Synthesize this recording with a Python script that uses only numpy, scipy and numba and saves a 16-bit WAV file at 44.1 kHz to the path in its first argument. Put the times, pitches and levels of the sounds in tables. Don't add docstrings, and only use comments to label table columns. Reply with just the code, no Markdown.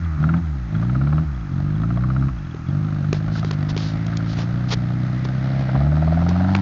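import sys
import numpy as np
from scipy import signal
from scipy.fft import rfft, irfft
from scipy.io import wavfile
from scipy.ndimage import uniform_filter1d
from numba import njit

SR = 44100
rng = np.random.default_rng(int(sys.argv[2]) if len(sys.argv) > 2 else 0)


def transcribe(u):
    v = np.clip(np.atleast_2d(u).T, -1, 1)
    q = np.round(v * 32767).astype(np.int16)
    wavfile.write(sys.argv[1], SR, q)


def voltage_ratio(decibels):
    exponent = np.asarray(decibels, float) / 20
    return 10 ** exponent


N = 291501

# strength_db, lateness (share of a firing gap)
CYLINDERS = [
    (1.5, 0.),
    (-1.2, .035),
    (.3, -.025),
    (-.6, .015),
]


def level(x, db):
    return x * voltage_ratio(db) / np.sqrt(np.mean(x ** 2))


@njit
def svf(x, hz, width):
    y, b, l = np.empty(len(x)), 0., 0.
    for i in range(len(x)):
        g, k = np.tan(np.pi * hz[i] / SR), width / hz[i]
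        v = (b + g * (x[i] - l)) / (1 + g * (g + k))
        b, l, y[i] = 2 * v - b, l + 2 * g * v, k * v
    return y


def band(x, hz, width_hz):
    centre = hz + np.zeros(len(x))
    once = svf(x, centre, 1. * width_hz)
    return svf(once, centre, 1. * width_hz)


def colour(x, points):
    size = 1 << 14
    hz_points, db_points = np.transpose(points)
    hz = np.arange(size // 2 + 1) * SR / size + 1
    gain_db = np.interp(np.log(hz), np.log(hz_points), db_points)
    cepstrum = irfft(gain_db * np.log(10) / 20)
    cepstrum[1:size // 2] *= 2
    cepstrum[size // 2 + 1:] = 0
    response = irfft(np.exp(rfft(cepstrum)))[:size // 2]
    return signal.fftconvolve(x, response)[:len(x)]


def walk(rate):
    k = int(SR / rate)
    held = np.repeat(rng.standard_normal(N // k + 1), k)
    return 1.3 * uniform_filter1d(uniform_filter1d(held, k), k)[:N]


def even(x, span=0.16):
    return x / np.sqrt(uniform_filter1d(x ** 2, int(span * SR)) + 1e-12)


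def add(out, s, x):
    i = int(s * SR)
    out[i:i + len(x)] += x[:N - i]


def engine():
    hz = firing_rate()
    thump_db, pipe_db, manifold_db, gas_db = throttle_levels(hz)
    pulses, smeared = firings(hz)
    leak, decay = .45, np.exp(-1 / (.004 * SR))
    puff = leak + signal.lfilter([1], [1, -decay], pulses * voltage_ratio(3.5 * walk(40)))
    return (exhaust(pulses, hz, thump_db, pipe_db) + silencer(smeared, pipe_db)
            + rasp(puff - leak, pipe_db) + manifold(pulses, puff, hz, manifold_db)
            + gas_and_tyres(puff, gas_db))


def firing_rate():
    # open_s, shut_s, open_firing_hz, shut_firing_hz, bow_hz
    blips = [
        (0.177, 0.406, 73.46, 85.6, 1.76),
        (0.696, 1.227, 51.33, 80, 0.27),
        (1.498, 2.276, 43.87, 68.2, 1.2),
    ]
    # time_s, firing_hz
    rolling = [(2.45, 43.37), (2.6, 38.8), (2.7, 47.33), (2.848, 52.5), (3.002, 48.36), (3.331, 54.2),
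               (3.442, 52.85), (3.572, 48.8), (3.828, 52.81), (4.082, 55.64), (4.342, 55.8), (4.669, 62.2),
               (4.789, 59.76), (5.57, 66.65), (5.718, 64.36), (5.848, 72.67), (6.05, 79.13), (6.61, 98.8)]
    start_hz, ease = 87.43, 0.28
    u, points = np.linspace(0, 1, 12), [(0, start_hz)]
    climb = (1 - ease) * u + ease * u * u * (3 - 2 * u)
    for on, off, low_hz, high_hz, bow_hz in blips:
        bowed_hz = low_hz + (high_hz - low_hz) * climb + 4 * bow_hz * u * (1 - u)
        points += zip(on + u * (off - on), bowed_hz)
    return np.interp(np.arange(N) / SR, *np.transpose(points + list(rolling)))


def throttle_levels(hz):
    # open_s, shut_s, first_opening (0-1), last_opening (0-1), thump_change_db
    pedal = [
        (0.189, 0.4, 1.02, 1, -4.5),
        (0.719, 1.238, 0.83, 0.99, -2.5),
        (1.51, 2.289, 0.7, 0.92, -0.5),
        (2.675, 5.753, 0.66, 0.65, -10),
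        (5.741, 6.695, 1.02, 0.72, 0.5),
    ]
    # firing_hz, level_db
    thump_curve = [(38, -49), (44, -42), (51, -32), (61, -25.5), (73, -23), (98, -22)]
    # time_s, level_db
    approach = [(0, 0.5), (2.6, -2.5), (3.0, 1), (4.0, 4.5), (5.0, 3), (5.6, 7), (5.9, 3.5), (6.61, 9.5)]
    move_s, dip_db = .035, -14.5
    surge_s, wobble = 0.0021, 0.089
    t = np.arange(N) / SR
    load, change_db, moving = np.zeros((3, N))
    for on, off, first, last, db in pedal:
        pressed = np.clip(np.minimum(t - on, off - t) / move_s + .5, 0, 1)
        load = load + pressed * np.interp(t, [on, off], [first, last])
        change_db = change_db + pressed * db
        moving = np.maximum(moving, 4 * pressed * (1 - pressed))
    climb = uniform_filter1d(np.gradient(hz) * SR, SR // 10)
    rolling = (t > pedal[3][0]) & (t < pedal[3][1])
    rocking = surge_s * np.clip(climb, -40, 40) + wobble * walk(7.004)
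    load = load + uniform_filter1d(1. * rolling, SR // 10) * rocking
    near_db = np.interp(t, *np.transpose(approach))
    octaves = np.log2(hz / 60)
    thump_db = np.interp(hz, *np.transpose(thump_curve)) + change_db + dip_db * moving
    pipe_db = -28.5 + 11.5 * load + octaves
    manifold_db = -54.5 + 12 * load + near_db
    gas_db = -49.5 + 3 * load + 1.34 * near_db - 3.5 * octaves
    return thump_db, pipe_db, manifold_db, gas_db


def firings(hz):
    # time_s, factor
    unevenness = [(0, .8), (2.3, .8), (2.7, 1.0), (5.7, 1.0), (5.85, .55), (6.61, .55)]
    scatter_db, scatter_late = .8, .009
    turns = np.cumsum(hz) / SR
    count = np.arange(int(turns[-1]))
    chance = rng.standard_normal((3, len(count)))
    own_db, own_late = np.array(CYLINDERS)[count % len(CYLINDERS)].T
    fire_s = np.interp(count, turns, np.arange(N) / SR)
    lumpy = np.interp(fire_s, *np.transpose(unevenness))
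    at = np.searchsorted(turns, count + lumpy * (own_late + scatter_late * chance[0]))
    pulses, smeared = np.zeros((2, N))
    pulses[at] = voltage_ratio(lumpy * (own_db + scatter_db * chance[1]))
    path_s = .0006 * (3 + np.clip(chance[2], -3, 3))
    smeared[at + (SR * path_s).astype(int)] = pulses[at]
    return pulses, smeared


def exhaust(pulses, hz, thump_db, pipe_db):
    # hz, gain_db
    pipe_gain = [(8, -72), (40, -24.5), (70, 3), (100, 0), (148, 7), (188, -3), (218, -7), (260, -10.5),
                 (320, -23), (450, -70.5)]
    thump = band(pulses, hz, 19)
    ring = colour(pulses, pipe_gain)
    ring = ring - .9 * band(ring, hz, 23)
    return -voltage_ratio(thump_db) * even(thump) - voltage_ratio(pipe_db) * even(ring)


def silencer(smeared, pipe_db):
    # hz, gain_db
    box_gain = [(8, -92), (150, -40.5), (210, -14.5), (260, -1), (310, 0.5), (350, -15), (400, -22.5),
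                (520, -61.5)]
    bank_s, bank_db = 0.00854, -3
    echo = voltage_ratio(bank_db) * np.roll(smeared, int(bank_s * SR))
    return -voltage_ratio(.7 * pipe_db - 21.5) * even(colour(smeared + echo, box_gain))


def rasp(puff, pipe_db):
    return voltage_ratio(pipe_db - 30) * even(band(puff * rng.standard_normal(N), 1290, 410))


def manifold(pulses, puff, hz, manifold_db):
    lift = 1 + 0.83 * np.maximum(hz / 76 - 1, 0)
    hiss = even(band(puff * rng.standard_normal(N), 623 * lift, 350))
    main = band(pulses, 640 * lift, 220)
    notch = voltage_ratio(-12.5) * band(pulses, 830 * lift, 130)
    upper = voltage_ratio(-12) * band(pulses, 1344, 450)
    note = even(main - notch + upper)
    near = np.clip((manifold_db + 45) / 7, .2, 1.7)
    return voltage_ratio(manifold_db - 1.0) * (hiss + near * note)


def gas_and_tyres(puff, gas_db):
    # time_s, level_db
    tyre_curve = [(0, -0.5), (2.5, -14), (4.3, -5), (5, -0.5), (5.6, 0.5), (6.61, -11)]
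    gas = even(band(puff * rng.standard_normal(N), 1520, 710))
    tyre_db = np.interp(np.arange(N) / SR, *np.transpose(tyre_curve)) + 2.3 * walk(7.4)
    tyres = voltage_ratio(tyre_db) * even(band(rng.standard_normal(N), 1960, 570))
    whirr = even(band(puff * rng.standard_normal(N), 3600, 3100))
    return voltage_ratio(gas_db - 5.5) * (gas + tyres + voltage_ratio(-5.0) * whirr)


def knock_times():
    # first_s, last_s, first_peak_db, last_peak_db, low_ring_db
    spells = [(0.2384, .3377, -13.5, -13.5, -12.5), (0.7493, .8944, -18.5, -19.5, -13),
              (0.9507, 1.1787, -18, -16.5, -8.5), (1.8333, 1.9707, -19.5, -19, -7),
              (2.0357, 2.2834, -16, -20, -14), (2.8804, 3.0425, -22, -23.5, -11),
              (3.2023, 3.4281, -24.5, -21.5, -4), (3.5848, 3.5848, -34, -24, -10),
              (4.127, 4.2674, -19.5, -28, -20), (5.69, 5.9195, -17, -23.5, 2),
              (5.9689, 6.2188, -24.5, -21.5, 8), (6.2634, 6.4878, -20.5, -20, 1.5)]
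    ring_hz, spread_hz, scatter_db = 1298, 70, .8
    t, rows = np.arange(N) / SR, []
    cycles = np.cumsum(firing_rate()) / SR / len(CYLINDERS)
    for first, last, first_db, last_db, low_db in spells:
        begin, end = np.interp([first, last], t, cycles)
        for u in np.linspace(0, 1, int(round(end - begin)) + 1):
            chance = rng.standard_normal(3)
            rows.append((np.interp(begin + u * (end - begin), cycles, t),
                         first_db + u * (last_db - first_db) + scatter_db * chance[0],
                         ring_hz + spread_hz * chance[1],
                         low_db + 2 * scatter_db * chance[2]))
    return rows


def knocks():
    out, t = np.zeros(N), np.arange(int(.04 * SR)) / SR
    blow = np.minimum(t / .0006, 1) * np.exp(-t / .0055)
    for s, db, hz, low_db in knock_times():
        burst = blow * rng.standard_normal((3, len(t)))
        high = band(burst[0], hz, 310)
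        low = band(burst[1], 655, 210)
        edge = band(burst[2], 2100, 1100) + voltage_ratio(-5.5) * band(burst[2], 2100, 400)
        rings = high / abs(high).max()
        rings = rings + voltage_ratio(low_db + 2) * low / abs(low).max()
        rings = rings + voltage_ratio(-15) * edge / abs(edge).max()
        add(out, s, voltage_ratio(db - 6.5) * rings)
    return out


def ticks():
    # start_s, peak_db
    taps = [(0.045, -46), (0.366, -46), (.6866, -56), (.7512, -42), (0.7813, -48), (.847, -46),
            (1.1573, -52), (1.3464, -47), (1.407, -49), (1.5339, -50), (1.5643, -56), (1.754, -44),
            (1.8174, -47), (1.941, -48), (1.974, -47), (2.1937, -51), (2.386, -46), (2.4489, -46),
            (2.5104, -42.5), (2.6706, -46), (2.7002, -44)]
    out, t = np.zeros(N), np.arange(int(.02 * SR)) / SR
    mode = np.minimum(t / 0.0011, 1) * np.exp(-t / 0.004) * np.sin(2 * np.pi * 3340 * t)
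    for s, db in taps:
        add(out, s, voltage_ratio(db + 3.0) * mode)
    return out


def snaps():
    # start_s, peak_db, crack_hz, thud_peak_db, splinter_peak_db
    breaks = [(2.5454, -42.5, 2770, -21.5, -35), (3.1283, -16.5, 5570, -8.5, -14.5),
              (3.4463, -25.5, 3223, -18.5, -23.5), (3.5103, -17, 3993, -18, -19.5),
              (3.7647, -20, 3640, -14, -24.5), (3.7761, -18, 3950, -43, -24.5),
              (4.065, -25.5, 4902, -40.5, -50), (4.17, -16, 5020, -48, -32), (4.388, -23, 2542, -27, -36),
              (4.4182, -27, 2860, -39, -30), (5.251, -34, 2830, -21, -23), (6.2895, -22, 3640, -17, -32),
              (6.55, -22, 3780, -18, -8), (6.563, -27, 4208, -34.5, -24)]
    t60_s = .011
    out, t = np.zeros(N), np.arange(int(.08 * SR)) / SR
    fade = np.exp(-np.log(1000) * np.maximum(t - .002, 0) / t60_s)
    thud = np.minimum(t / 0.000091, 1) * np.exp(-t / 0.0031) * np.sin(2 * np.pi * 385 * t)
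    for s, db, hz, thud_db, splinter_db in breaks:
        noise = rng.standard_normal((2, len(t)))
        crack = band(fade * noise[0], hz, 7500)
        splinter = band(fade * noise[1], 1200, 2000)
        body = voltage_ratio(thud_db) * thud + voltage_ratio(splinter_db) * splinter / abs(splinter).max()
        add(out, s, voltage_ratio(db) * crack / abs(crack).max() - body)
    return out


def scuffs():
    # start_s, loudest_s, end_s, level_db, low_part_db
    drags = [(3.13, 3.145, 3.2, -45, 3.5), (3.3, 3.385, 3.42, -42, -10), (3.37, 3.385, 3.4, -58, 21),
             (3.43, 3.47, 3.51, -47, -20), (3.52, 3.535, 3.55, -45, 6), (3.683, 3.7, 3.725, -37.5, .5),
             (3.76, 3.81, 3.96, -38.5, -6.5), (3.84, 3.855, 3.88, -44, 3), (4.25, 4.32, 4.36, -42, -11.5),
             (4.35, 4.4, 4.46, -42.5, 7), (4.678, 4.692, 4.712, -41, .5), (4.7, 4.73, 4.75, -25, -.5),
             (5.24, 5.252, 5.262, -39.5, -30), (5.9, 6.25, 6.6, -61, -14), (6.28, 6.295, 6.33, -47.5, 6)]
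    out = np.zeros(N)
    for start, loudest, end, db, low_db in drags:
        t = np.arange(start, end, 1 / SR)
        rise_fall = np.interp(t, [start, loudest, end], [0, 1, 0])
        swell = np.sin(np.pi / 2 * rise_fall) ** 1.2
        grain_db = 3 * rng.exponential(size=(2, len(t)))
        grit = rng.standard_normal((2, len(t))) * voltage_ratio(grain_db)
        rustle = level(band(grit[0], 4120, 3800), db)
        drag = level(svf(grit[1], 700 + 0 * t, 1000.0), db + low_db)
        add(out, start, swell * (rustle + drag))
    return out


def air():
    # hz, level_db (per Hz)
    spectrum = [(190, -40), (330, -10.5), (502, -24), (907, -5), (1030, -33.5), (1440, 10.5), (1570, -15),
                (2590, -23), (3320, -37), (6670, -24.5), (7600, -43), (9880, -73), (16700, -120)]
    hz_points, db_points = np.transpose(spectrum)
    hiss = np.zeros(N)
    for hz in 400 * 2 ** np.arange(0, 4.3, 1 / 3):
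        band_db = np.interp(np.log(hz), np.log(hz_points), db_points) + 1.5 * walk(5.6)
        hiss += voltage_ratio(band_db) * band(rng.standard_normal(N), hz, hz / 3)
    wind = voltage_ratio(4.4 * walk(18)) * band(rng.standard_normal(N), 54, 48)
    return level(hiss, -45.5) + level(wind, -41)


def scene():
    return (engine() + knocks() + ticks() + snaps() + scuffs() + air())[None]


def band_limit(x):
    return signal.sosfilt(signal.butter(12, 7970, fs=SR, output="sos"), x)


def record(dry):
    sound = signal.sosfilt(signal.butter(4, 5840, fs=SR, output="sos"), dry)
    sound = signal.sosfilt(signal.ellip(10, .3, 60, 7250, fs=SR, output="sos"), sound)
    clock = 2 * np.pi * 4000 * np.arange(N) / SR
    mirrors = sound * (voltage_ratio(-43.5) * np.cos(clock) + voltage_ratio(-54.5) * np.cos(2 * clock))
    return band_limit(sound + mirrors)


dry = scene()
out = record(dry)
transcribe(out)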